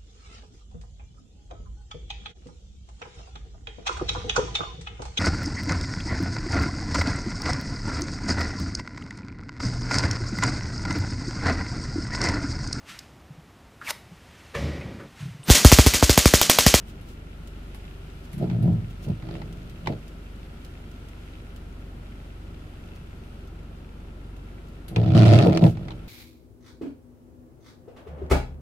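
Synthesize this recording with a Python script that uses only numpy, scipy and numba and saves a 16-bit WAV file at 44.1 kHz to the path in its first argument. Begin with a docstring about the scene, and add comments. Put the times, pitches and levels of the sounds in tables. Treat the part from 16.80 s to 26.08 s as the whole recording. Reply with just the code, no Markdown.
"""Wipers in a parked car

Inside a parked car with its engine idling in light rain, the wipers make two intermittent passes.
The rubber sticks and slips, so blades and windscreen boom; the second, drier pass judders and rasps loudly.
The arms thud as they turn and park, the linkage clacks, and drops tick on the glass over the vent fan.
Filtered noise makes the air and the small taps, sine waves the engine, and a train of slips the wipers."""
import sys
import numpy as np
from scipy import signal
from scipy.fft import rfft, irfft
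from scipy.io import wavfile
from scipy.ndimage import uniform_filter1d
from numba import njit

SR = 44100
rng = np.random.default_rng(int(sys.argv[2]) if len(sys.argv) > 2 else 0)


def materialize(psi):
    """Save the field psi as 16-bit PCM at rate SR to the path in sys.argv[1].

    A 1-D psi becomes a single channel; in a 2-D psi each row is a channel.
    """
    bounded = np.clip(np.atleast_2d(psi).T, -1, 1)
    quanta = np.round(bounded * 32767).astype(np.int16)
    wavfile.write(sys.argv[1], SR, quanta)


N = 409248
T = np.arange(N) / SR  # time in seconds
IDLE_HZ = 23.35  # firing rate of the engine

# colour of the rubber rubbing on glass: pitch_hz [Hz], level_db [dB per Hz]
RUB_COLOUR = [(170, -25), (245, -0.5), (300, -1), (380, -1.5), (450, 1.5), (550, -4.5), (600, -7.5),
              (740, -11), (900, -16.5), (1050, -22), (1130, -48), (1300, -25.5), (1600, -48), (3000, -54.5)]
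# colour of the harsh rasp of the rubber edge: pitch_hz [Hz], level_db [dB per Hz]
RASP_COLOUR = [(600, 0.5), (1120, 3), (1300, 6.5), (1620, -3), (1900, 0), (2600, -0.5), (3400, -2),
               (4200, -2.5), (5000, -6.5), (5400, -7), (6600, -13), (9000, -17), (12500, -29.5),
               (15500, -50)]
# colour of raindrops on the glass and of brief swells of high hiss: pitch_hz [Hz], level_db [dB per Hz]
DROP_COLOUR = [(1000, -17), (2800, 3), (4500, -1), (7000, -4), (12000, -8), (15500, -7.5)]
# wiper strokes, up and down twice; the grip of the rubber builds, bites, holds and lets go:
# start_s [s], end_s [s], bite_s [s], hold_s [s], build_db [dB/s], release_db [dB/s],
# rubbing_lag_s (how long the rubbing outlasts the boom) [s],
# boom_db, rubbing_db, rasp_db (gains at full grip, before the trims in blades) [dB]
STROKES = [(1.533, 2.197, 1.83, 0.083, 37.5, 115.5, -0.019, -17.5, -37, -61),
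           (2.19, 3.21, 2.435, 0.099, 0, 17, -0.004, -38, -49, -61),
           (8.164, 8.897, 8.352, .19, 22, 62, .115, -10.5, -22, -32),
           (8.892, 9.297, 8.89, .02, 0, 47, .19, -28, -46, -61)]


def undb(db):
    """Decibels to gain."""
    return 10 ** (np.asarray(db) / 20)


def unit(x):
    """Scale to rms 1."""
    return x / np.sqrt(np.mean(x ** 2))


def even(x, seconds):
    """Scale to a running rms near 1, which levels out swells longer than the given time."""
    return x / np.sqrt(uniform_filter1d(x ** 2, int(seconds * SR)) + 1e-4 * np.mean(x ** 2))


def noise():
    """White noise, unrelated in mid and side."""
    return rng.standard_normal((2, N))


def walk(hz):
    """Slow random drift, with hz new values a second joined by straight lines."""
    return 1.2 * np.interp(T * hz, np.arange(4000), rng.standard_normal(4000))


def convolve(x, ring):
    """Convolve row by row, keeping the length of x."""
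    return signal.oaconvolve(np.atleast_2d(x), np.atleast_2d(ring), axes=1)[:, :x.shape[-1]]


def colour(x, points, size=8192):
    """Filter through (Hz, dB) points; folding the cepstrum keeps the sound from starting early."""
    hz, db = np.transpose(points)
    grid = np.maximum(np.arange(size // 2 + 1) * SR / size, 1)
    cepstrum = irfft(np.log(undb(np.interp(np.log(grid), np.log(hz), db))))
    cepstrum[1:size // 2] *= 2
    cepstrum[size // 2 + 1:] = 0
    return convolve(x, irfft(np.exp(rfft(cepstrum))))


def band(x, hz, width):
    """Fixed resonance with gain 1 at its centre."""
    return signal.lfilter(*signal.iirpeak(hz, hz / width, fs=SR), x + 1e-18)


@njit
def resonate(x, hz, width):
    """Resonance with a moving centre (state-variable band-pass)."""
    y, b, l = np.empty(len(x)), 0., 0.
    for i in range(len(x)):
        g, k = np.tan(np.pi * hz[i] / SR), width / hz[i]
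        v = (b + g * (x[i] + 1e-18 - l)) / (1 + g * (g + k))
        b, l, y[i] = 2 * v - b, l + 2 * g * v, k * v
    return y


def burst(t60):
    """Dying noise of unit energy in the mid; t60 is the time in seconds to fall by 60 dB."""
    t = T[:SR // 4]
    y = rng.standard_normal((2, len(t))) * np.exp(-np.log(1000) * t / t60)
    return y / np.linalg.norm(y[0])


def add(out, s, db, ring):
    """Mix in a ring at time s with the given peak level in the mid."""
    start = int(s * SR)
    out[:, start:start + ring.shape[1]] += undb(db) * ring[:, :N - start] / np.abs(ring[0]).max()


def clicks(rows, points, crack_t60, tail_t60, tail_db, ring_db=0):
    """Small hard contacts: a crack and a tail, new for each, with a short resonance where a row names one."""
    out = np.zeros((2, N))
    for s, db, *rings in rows:
        crack = burst(crack_t60) + undb(tail_db) * burst(tail_t60)
        for hz in rings:
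            crack = crack + undb(ring_db) * band(crack, hz, hz / 9)
        add(out, s, db + 2, colour(crack, points))  # all rows are raised by 2 dB
    return out


def cabin(sound, pan):
    """Mid and side to left and right: reflections spread the treble, the bass stays in the middle."""
    # width of the sound in the cabin: pitch_hz [Hz], side_minus_mid_db [dB]
    side_width = [(60, -22), (110, -20), (200, -16), (380, -8.5), (700, -2.5), (1300, 1), (2400, 0)]
    mid, side = sound[0], colour(sound[1], side_width)[0]
    ears = []
    for sign in (1, -1):
        tilt = [(hz, sign * db / 2) for hz, db in pan]
        ears.append(colour(mid + sign * side, tilt))
    return np.vstack(ears)


def engine():
    """The idle booms through the body at the first multiples of the firing rate."""
    # engine boom: multiple (of the firing rate) [count], amplitude_db (middle of its drift) [dB]
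    harmonics = [(1, -48.5), (2, -39.5), (3, -45), (4, -47.5)]
    phase = 2 * np.pi * np.cumsum(IDLE_HZ * (1 + 0.00454 * walk(2.93))) / SR
    total = 0
    for k, db in harmonics:
        level = undb(db + 1.3 * walk(3.7))
        total = total + level * np.sin(round(k) * phase + rng.uniform(0, 2 * np.pi))
    return total


def patter(per_second, spread_db):
    """Tiny droplets, each a soft tick; four groups of them differ in colour."""
    out = 0
    for hz in np.geomspace(2000, 6000, num=4):
        sizes = undb(spread_db * np.minimum(rng.exponential(size=N), 3))
        drops = (rng.random(N) < per_second / SR) * sizes
        out = out + band(drops * rng.choice([-1, 1], (2, N)), hz, hz / 2)
    return unit(convolve(out, burst(0.017)))


def air(throb=0.074, fan_hz=1335, fan_width_hz=120, fan_db=-65, rumble_db=-46):
    """Engine-bay rumble throbbing at the firing rate, a duct resonance of the fan, drizzle and swells of hiss."""
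    # colour of the rumble: pitch_hz [Hz], level_db [dB per Hz]
    rumble_colour = [(62, -29.5), (105, -1), (114, -4), (163, -1), (193, -7.5), (232, -4.5), (280, -9),
                     (329, -8.5), (360, -12), (386, -8.5), (422, -15.5), (740, -21.5), (1150, -29),
                     (1500, -59), (2530, -120)]
    # colour of fan and drizzle: pitch_hz [Hz], level_db [dB per Hz]
    hiss_colour = [(700, -28.5), (1150, -7), (1400, 1.5), (1600, -2.5), (2900, -2.5), (3600, -7),
                   (4500, -10.5), (6400, -16), (12000, -18.5), (14500, -22.5), (15800, -30)]
    # level of fan and drizzle over time, before a 1 dB lift: time_s [s], level_db [dB]
    drizzle_levels = [(0.0, -60), (0.36, -61.5), (0.78, -59), (4.66, -60), (4.84, -61.5), (6.57, -61),
                      (6.71, -63), (8.0, -62.5)]
    # brief faint swells of high hiss: middle_s [s], half_length_s [s], level_db [dB]
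    hiss_swells = [(0.093, 0.027, -57.5), (0.303, 0.046, -60.5), (1.45, 0.015, -60), (2.11, 0.013, -61),
                   (2.242, 0.022, -54.5), (8.879, 0.045, -52.5)]
    rumble = unit(colour(noise(), rumble_colour)) * (1 + throb * np.sin(2 * np.pi * IDLE_HZ * T))
    duct = unit(band(noise(), fan_hz, fan_width_hz))
    droplets = undb(-13) * patter(per_second=20, spread_db=3.5)
    hiss = unit(colour(noise() + droplets, hiss_colour))
    hiss_db = np.interp(T, *np.transpose(drizzle_levels)) + 1 + 0.29 * walk(11)
    swell_gain = sum(undb(db) * np.exp(-((T - s) / half) ** 2) for s, half, db in hiss_swells)
    high_hiss = swell_gain * unit(colour(noise(), DROP_COLOUR))
    return undb(rumble_db) * rumble + undb(fan_db) * duct + undb(hiss_db) * hiss + high_hiss


def further_drops(per_second=1.9, middle_db=-53, spread_db=5, count=18):
    """Rows of further raindrops, like the listed ones, loosely spaced and uneven in level."""
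    rows = []
    for k, (late, size) in enumerate(rng.uniform(-1, 1, (count, 2))):
        if k + 2 < per_second * T[-1]:
            rows.append(((k + 1 + late) / per_second, middle_db + spread_db * size))
    return rows


def raindrops():
    """Drops strike the glass: each is a tiny crack with a longer, louder tail of noise."""
    # raindrops on the glass at set times: start_s [s], level_db (before the lift in clicks) [dB]
    listed_drops = [(0.6742, -44.5), (2.7264, -43), (2.8966, -46.5), (3.2803, -45.5), (3.8481, -44),
                    (4.762, -44), (6.1528, -53)]
    rows = [*listed_drops, *further_drops()]
    return clicks(rows, DROP_COLOUR, crack_t60=0.0071, tail_t60=0.056, tail_db=5.5)


def relay_ticks():
    """Thin ticks with long tails, the loudest from the contacts of the wiper relay."""
    # ticks: start_s [s], level_db (before the lift in clicks) [dB]
    tick_rows = [(0.2113, -52), (0.9457, -45), (1.53, -43), (1.5803, -45.5), (1.825, -48), (8.0814, -42.5)]
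    # their colour: pitch_hz [Hz], level_db [dB per Hz]
    tick_colour = [(1500, 5), (3800, 5), (6500, -4), (9300, -1.5), (11000, 5), (13000, -1), (15500, -14)]
    return clicks(tick_rows, tick_colour, crack_t60=0.044, tail_t60=0.14, tail_db=10.5)


def skips(start_s=2.424, every_s=.0645, first_db=-42.5, growth_db=2.5, ring_hz=2000, count=4):
    """On the first way down the blade skips at an even pace, each skip stronger than the last."""
    return [(start_s + k * every_s, first_db + k * growth_db, ring_hz) for k in range(count)]


def linkage_clacks():
    """Hard parts of the linkage knock together and ring briefly; the skipping blade taps the same way."""
    # linkage clacks and other hard taps: start_s [s], level_db (before the lift in clicks) [dB], ring_hz [Hz]
    clack_rows = [(0.946, -43, 1700), (1.699, -38.5, 2300), (1.713, -41.5, 1550), (3.06, -34.5, 2980),
                  (3.072, -22, 2098), (3.124, -40, 2000), (8.161, -22, 2560), (8.971, -40.5, 2345),
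                  (9.083, -37.5, 2020), (9.106, -36, 3865), (9.117, -39, 3056)]
    # their colour: pitch_hz [Hz], level_db [dB per Hz]
    clack_colour = [(200, -3), (450, -22.5), (820, 10), (1100, 1.5), (1400, -3), (1700, -6.5), (2300, -4),
                    (4300, -8.5), (6000, -19.5), (10000, -33), (15500, -53)]
    rows = [*clack_rows, *skips()]
    return clicks(rows, clack_colour, crack_t60=.025, tail_t60=.08, tail_db=-4, ring_db=5)


def park(start_s=3.072, peak_db=-21):
    """The steel arm rings briefly in a few modes as it drops on its rest."""
    # modes of the arm: pitch_hz [Hz], t60_s (time to fall by 60 dB) [s], level_db [dB]
    arm_modes = [(376, .08, -3), (828, 0.059, 1.5), (1853, 0.022, -7), (2080, 0.032, -3), (2377, 0.023, -9)]
    out, t = np.zeros((2, N)), T[:SR // 4]
    ring = 0
    for hz, t60, db in arm_modes:
        wave = np.sin(2 * np.pi * (hz * t + rng.random((2, 1))))
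        ring = ring + undb(db) * np.exp(-np.log(1000) * t / t60) * wave
    add(out, start_s, peak_db, ring)
    return out


def glass(push):
    """The windscreen rings in its low modes and radiates almost nothing below them."""
    # modes of the windscreen: pitch_hz [Hz], width_hz [Hz], level_db [dB]
    glass_modes = [(92.6, 15, -2), (115.4, 10, 3.5), (147, 27, -5), (171.9, 15.7, 3), (214, 21, -1.5)]
    ring = sum(undb(db) * band(push, hz, width) for hz, width, db in glass_modes)
    return colour(ring, [(52, -42), (80, 3.0), (330, 0), (700, -12.0)])


def thuds(contact_s=0.00083, flex_hz=145, flex_width_hz=110):
    """Soft blows to the glass, each a quick shudder, with dull knocks from the arm."""
    # blades flipping over or catching, and arms reaching their stops:
    # time_s [s], boom_db [dB], knock_db [dB], to which each blow adds its own levels
    thud_rows = [(1.642, -27, -27.5), (1.893, -30, -30), (2.296, -16.5, -32.5), (3.096, -23.5, -25),
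                 (8.18, -19, -21), (8.545, -17, -20), (8.68, -11.5, -12), (8.844, -6, -16.5)]
    # the three blows of a shudder: delay_s [s], boom_db [dB], knock_db [dB]
    blows = [(-.018, -3.5, 1.5), (0, 1.5, -0.5), (.021, -5, -7.5)]
    out, t = np.zeros((2, N)), T[:SR // 2]
    blow = np.outer([1, 0], t * np.exp(-t / contact_s))  # mid only
    thump = glass(band(blow, flex_hz, flex_width_hz))
    for s, boom_db, knock_db in thud_rows:
        for delay, blow_boom_db, blow_knock_db in blows:
            add(out, s + delay, boom_db + blow_boom_db, thump)
            add(out, s + delay, knock_db + blow_knock_db, colour(burst(0.069), RUB_COLOUR))
    return out


def lesser_snaps(rasp_gain, per_second=19, over_rasp_db=4.5, spread_db=4, ring_hz=2650, count=24):
    """Rows of small snaps, loosely spaced along the stroke that rasps most, following its rasp gain."""
    start, end = max(STROKES, key=lambda stroke: stroke[-1])[:2]
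    rows = []
    for k, (late, size, pitch) in enumerate(rng.uniform(-0.88, 1, (count, 3))):
        s = start + (k + 1 + late / 2) / per_second
        if s < end:
            db = 20 * np.log10(rasp_gain[int(s * SR)]) + over_rasp_db + spread_db * size
            rows.append((s, db, ring_hz * 2 ** (pitch / 2)))
    return rows


def snaps(rasp_gain):
    """Stuck rubber comes free with a crack and a short ring."""
    # the loudest snaps: start_s [s], level_db (before the lift in clicks) [dB], ring_hz [Hz]
    loud_snaps = [(8.3518, -28, 3060), (8.4329, -22.5, 2507), (8.4574, -24.5, 2630), (8.4807, -24, 4220),
                  (8.5347, -20, 4400), (8.5883, -18, 2640), (8.7298, -29, 2203), (8.7735, -19.5, 2530),
                  (8.8393, -24, 2670)]
    rows = [*loud_snaps, *lesser_snaps(rasp_gain)]
    return clicks(rows, RASP_COLOUR, crack_t60=.016, tail_t60=.06, tail_db=-8, ring_db=4)


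def stroke_gains(start, end, bite, hold, build_db, release_db, lag, boom_db, rub_db, rasp_db):
    """Boom, rubbing and rasp gains of one stroke: all follow the grip, and are silent outside it."""
    bite_jump_db, bite_ramp_s, fade_s = 5.5, .012, .02
    rub_grip, rasp_grip = 1.24, 1.8  # dB of rubbing and of rasp per dB of grip
    rasp_lag = .72 * lag

    def grip_db(late):
        jump = bite_jump_db * np.clip((bite - T) / bite_ramp_s, 0, 1)
        slack = jump + build_db * np.maximum(bite - T, 0)
        return -slack - release_db * np.maximum(T - bite - hold - late, 0)

    moving = np.clip(np.minimum(T - start, end - T) / fade_s + .5, 0, 1)
    return moving * undb([boom_db + grip_db(0), rub_db + rub_grip * grip_db(lag),
                          rasp_db + rasp_grip * grip_db(rasp_lag)])


def scuff_gains(middle, half, *levels_db):
    """Boom, rubbing and rasp gains of one scuff, which swells and fades."""
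    return np.outer(undb(levels_db), np.exp(-((T - middle) / half) ** 2))


def wiping_gains():
    """Boom, rubbing and rasp gains of all the strokes and scuffs together."""
    # short scuffs where the rubber drags over a drier patch: middle_s [s], half_length_s [s],
    # boom_db, rubbing_db, rasp_db (before the trims in blades) [dB]
    scuffs = [(1.632, .028, -31, -33, -53), (1.741, 0.0399, -32, -43.5, -57),
              (2.299, 0.029, -29, -41.5, -57), (2.537, 0.075, -61, -45, -56), (3.109, .05, -32, -37.5, -56),
              (8.135, 0.034, -35, -43, -67), (8.534, 0.016, -41, -26, -44), (8.763, 0.037, -48, -29.5, -46),
              (8.855, 0.035, -14.5, -24, -41)]
    return sum(stroke_gains(*stroke) for stroke in STROKES) + sum(scuff_gains(*scuff) for scuff in scuffs)


def slips(hz, jitter, scatter_db):
    """One kick each time the rubber lets go, uneven in time and size."""
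    rate = hz * np.exp(jitter * walk(70))
    return np.diff(np.floor(np.cumsum(rate) / SR), prepend=0) * undb(scatter_db * walk(150))


def flexing(downstroke_hz=131):
    """The blade's resonance moves as it is pushed up the glass and stays put on the way down."""
    # flexing resonance, one list for each upstroke: time_s [s], pitch_hz [Hz]
    upstrokes = [
        [(1.64, 154), (1.78, 118), (1.88, 142.6), (1.97, 111)],
        [(8.16, 135), (8.22, 86.5), (8.42, 150.4), (8.51, 107.8), (8.58, 114), (8.65, 163)],
    ]
    hz = np.full(N, float(downstroke_hz))
    for curve in upstrokes:
        s, flex_hz = np.transpose(curve)
        hz = np.where((T > s[0] - .1) & (T < s[-1] + .2), np.interp(T, s, flex_hz), hz)
    return hz


def boom(kicks, flex_hz, smear_db=-7, flex_width_hz=90):
    """The blade's own resonance picks out different glass modes as it travels."""
    push = np.outer([1, 0], kicks) + undb(smear_db) * noise()
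    width = float(flex_width_hz)
    flexed = [resonate(resonate(row, flex_hz, width), flex_hz, width) for row in push]
    return even(glass(np.array(flexed)), 0.0388)


def rubbing(kicks, force, wet_db=-6):
    """Slips and the wet drag between them, heard through the blade and its frame."""
    drag = colour(convolve(kicks, burst(0.038)) + undb(wet_db) * noise(), RUB_COLOUR)
    frame = undb(8) * band(drag, 318, 20)  # ring of the wiper frame: Hz, width Hz
    # upper resonance of the blade, which only a hard drag brings out
    groan_hz, groan_width_hz, groan_db, full_groan_db = 708, 285, 4, -33.5
    groan = band(band(drag, groan_hz, groan_width_hz), groan_hz, groan_width_hz)
    groan = np.minimum(force / undb(full_groan_db), 1) * groan
    return even(drag + frame + undb(groan_db) * groan, 0.062)


def rasp(kicks, force, bright_db=-35):
    """Every slip tears at the rubber edge, and grit catches in between."""
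    tear_decay = np.exp(-1 / (.003 * SR))  # each tear dies away with a 3 ms time constant
    tearing = unit(signal.lfilter([1], [1, -tear_decay], kicks * undb(2 * walk(120))))
    scrape = noise() * (tearing + undb(-4 + 3 * walk(330)))
    # different stretches of the edge catch by turns, so the colour shifts
    catches = 0
    for hz in np.geomspace(1350, 4500, num=5):
        catches = catches + undb(-2 + 6 * walk(45)) * band(scrape, hz, hz / 5)
    sharp = colour(scrape + catches, RASP_COLOUR)
    # only a hard drag has the full sharp colour
    dull = colour(sharp, [(4000, 5.5), (10000, 0.5)])
    return even(dull + np.minimum(force / undb(bright_db), 1) * (sharp - dull), 0.034)


def blades(gains):
    """One train of slips, faster under a hard drag, drives the boom, the rubbing and the rasp."""
    boom_gain, rub_gain, rasp_gain = gains
    # the rubber slips slowly until the drag, told by its rasp gain, is hard enough to make it judder
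    slip_hz, judder_hz, full_judder_db = 55.5, 100, -33
    drag = np.minimum(rasp_gain / undb(full_judder_db), 1)
    kicks = unit(slips(slip_hz + (judder_hz - slip_hz) * drag, jitter=.2, scatter_db=1.5))
    booming = boom_gain * boom(kicks, flexing())
    rubbed = undb(.5) * rub_gain * rubbing(kicks, rub_gain)
    rasping = undb(-3) * rasp_gain * rasp(kicks, rasp_gain)
    return booming + rubbed + rasping


def scene():
    """Wipers, rain and idle as heard from the dashboard."""
    # stereo balance of air and small ticks: pitch_hz [Hz], left_minus_right_db [dB]
    air_pan = [(110, -.5), (200, 0), (380, 2), (1300, 1.5), (4400, -.5), (8000, 2), (15000, 3.5)]
    # stereo balance of the wipers: pitch_hz [Hz], left_minus_right_db [dB]
    wiper_pan = [(100, -1), (200, .5), (380, -.5), (700, 1.5), (1300, 1.5), (2400, -1.5), (4400, -2.5),
                 (15000, 1.5)]
    background = air() + raindrops() + relay_ticks()
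    gains = wiping_gains()
    wipers = linkage_clacks() + park() + thuds() + snaps(gains[2]) + blades(gains)
    return engine() + cabin(background, air_pan) + cabin(wipers, wiper_pan)


def record(dry, top_hz=15600, ceiling=.92):
    """Round off the highest peaks smoothly, then cut the treble steeply above top_hz."""
    rounded = dry / (1 + (dry / ceiling) ** 8) ** (1 / 8)
    return signal.sosfilt(signal.ellip(10, .2, 70, top_hz, fs=SR, output="sos"), rounded)


dry = scene()
out = record(dry)
materialize(out)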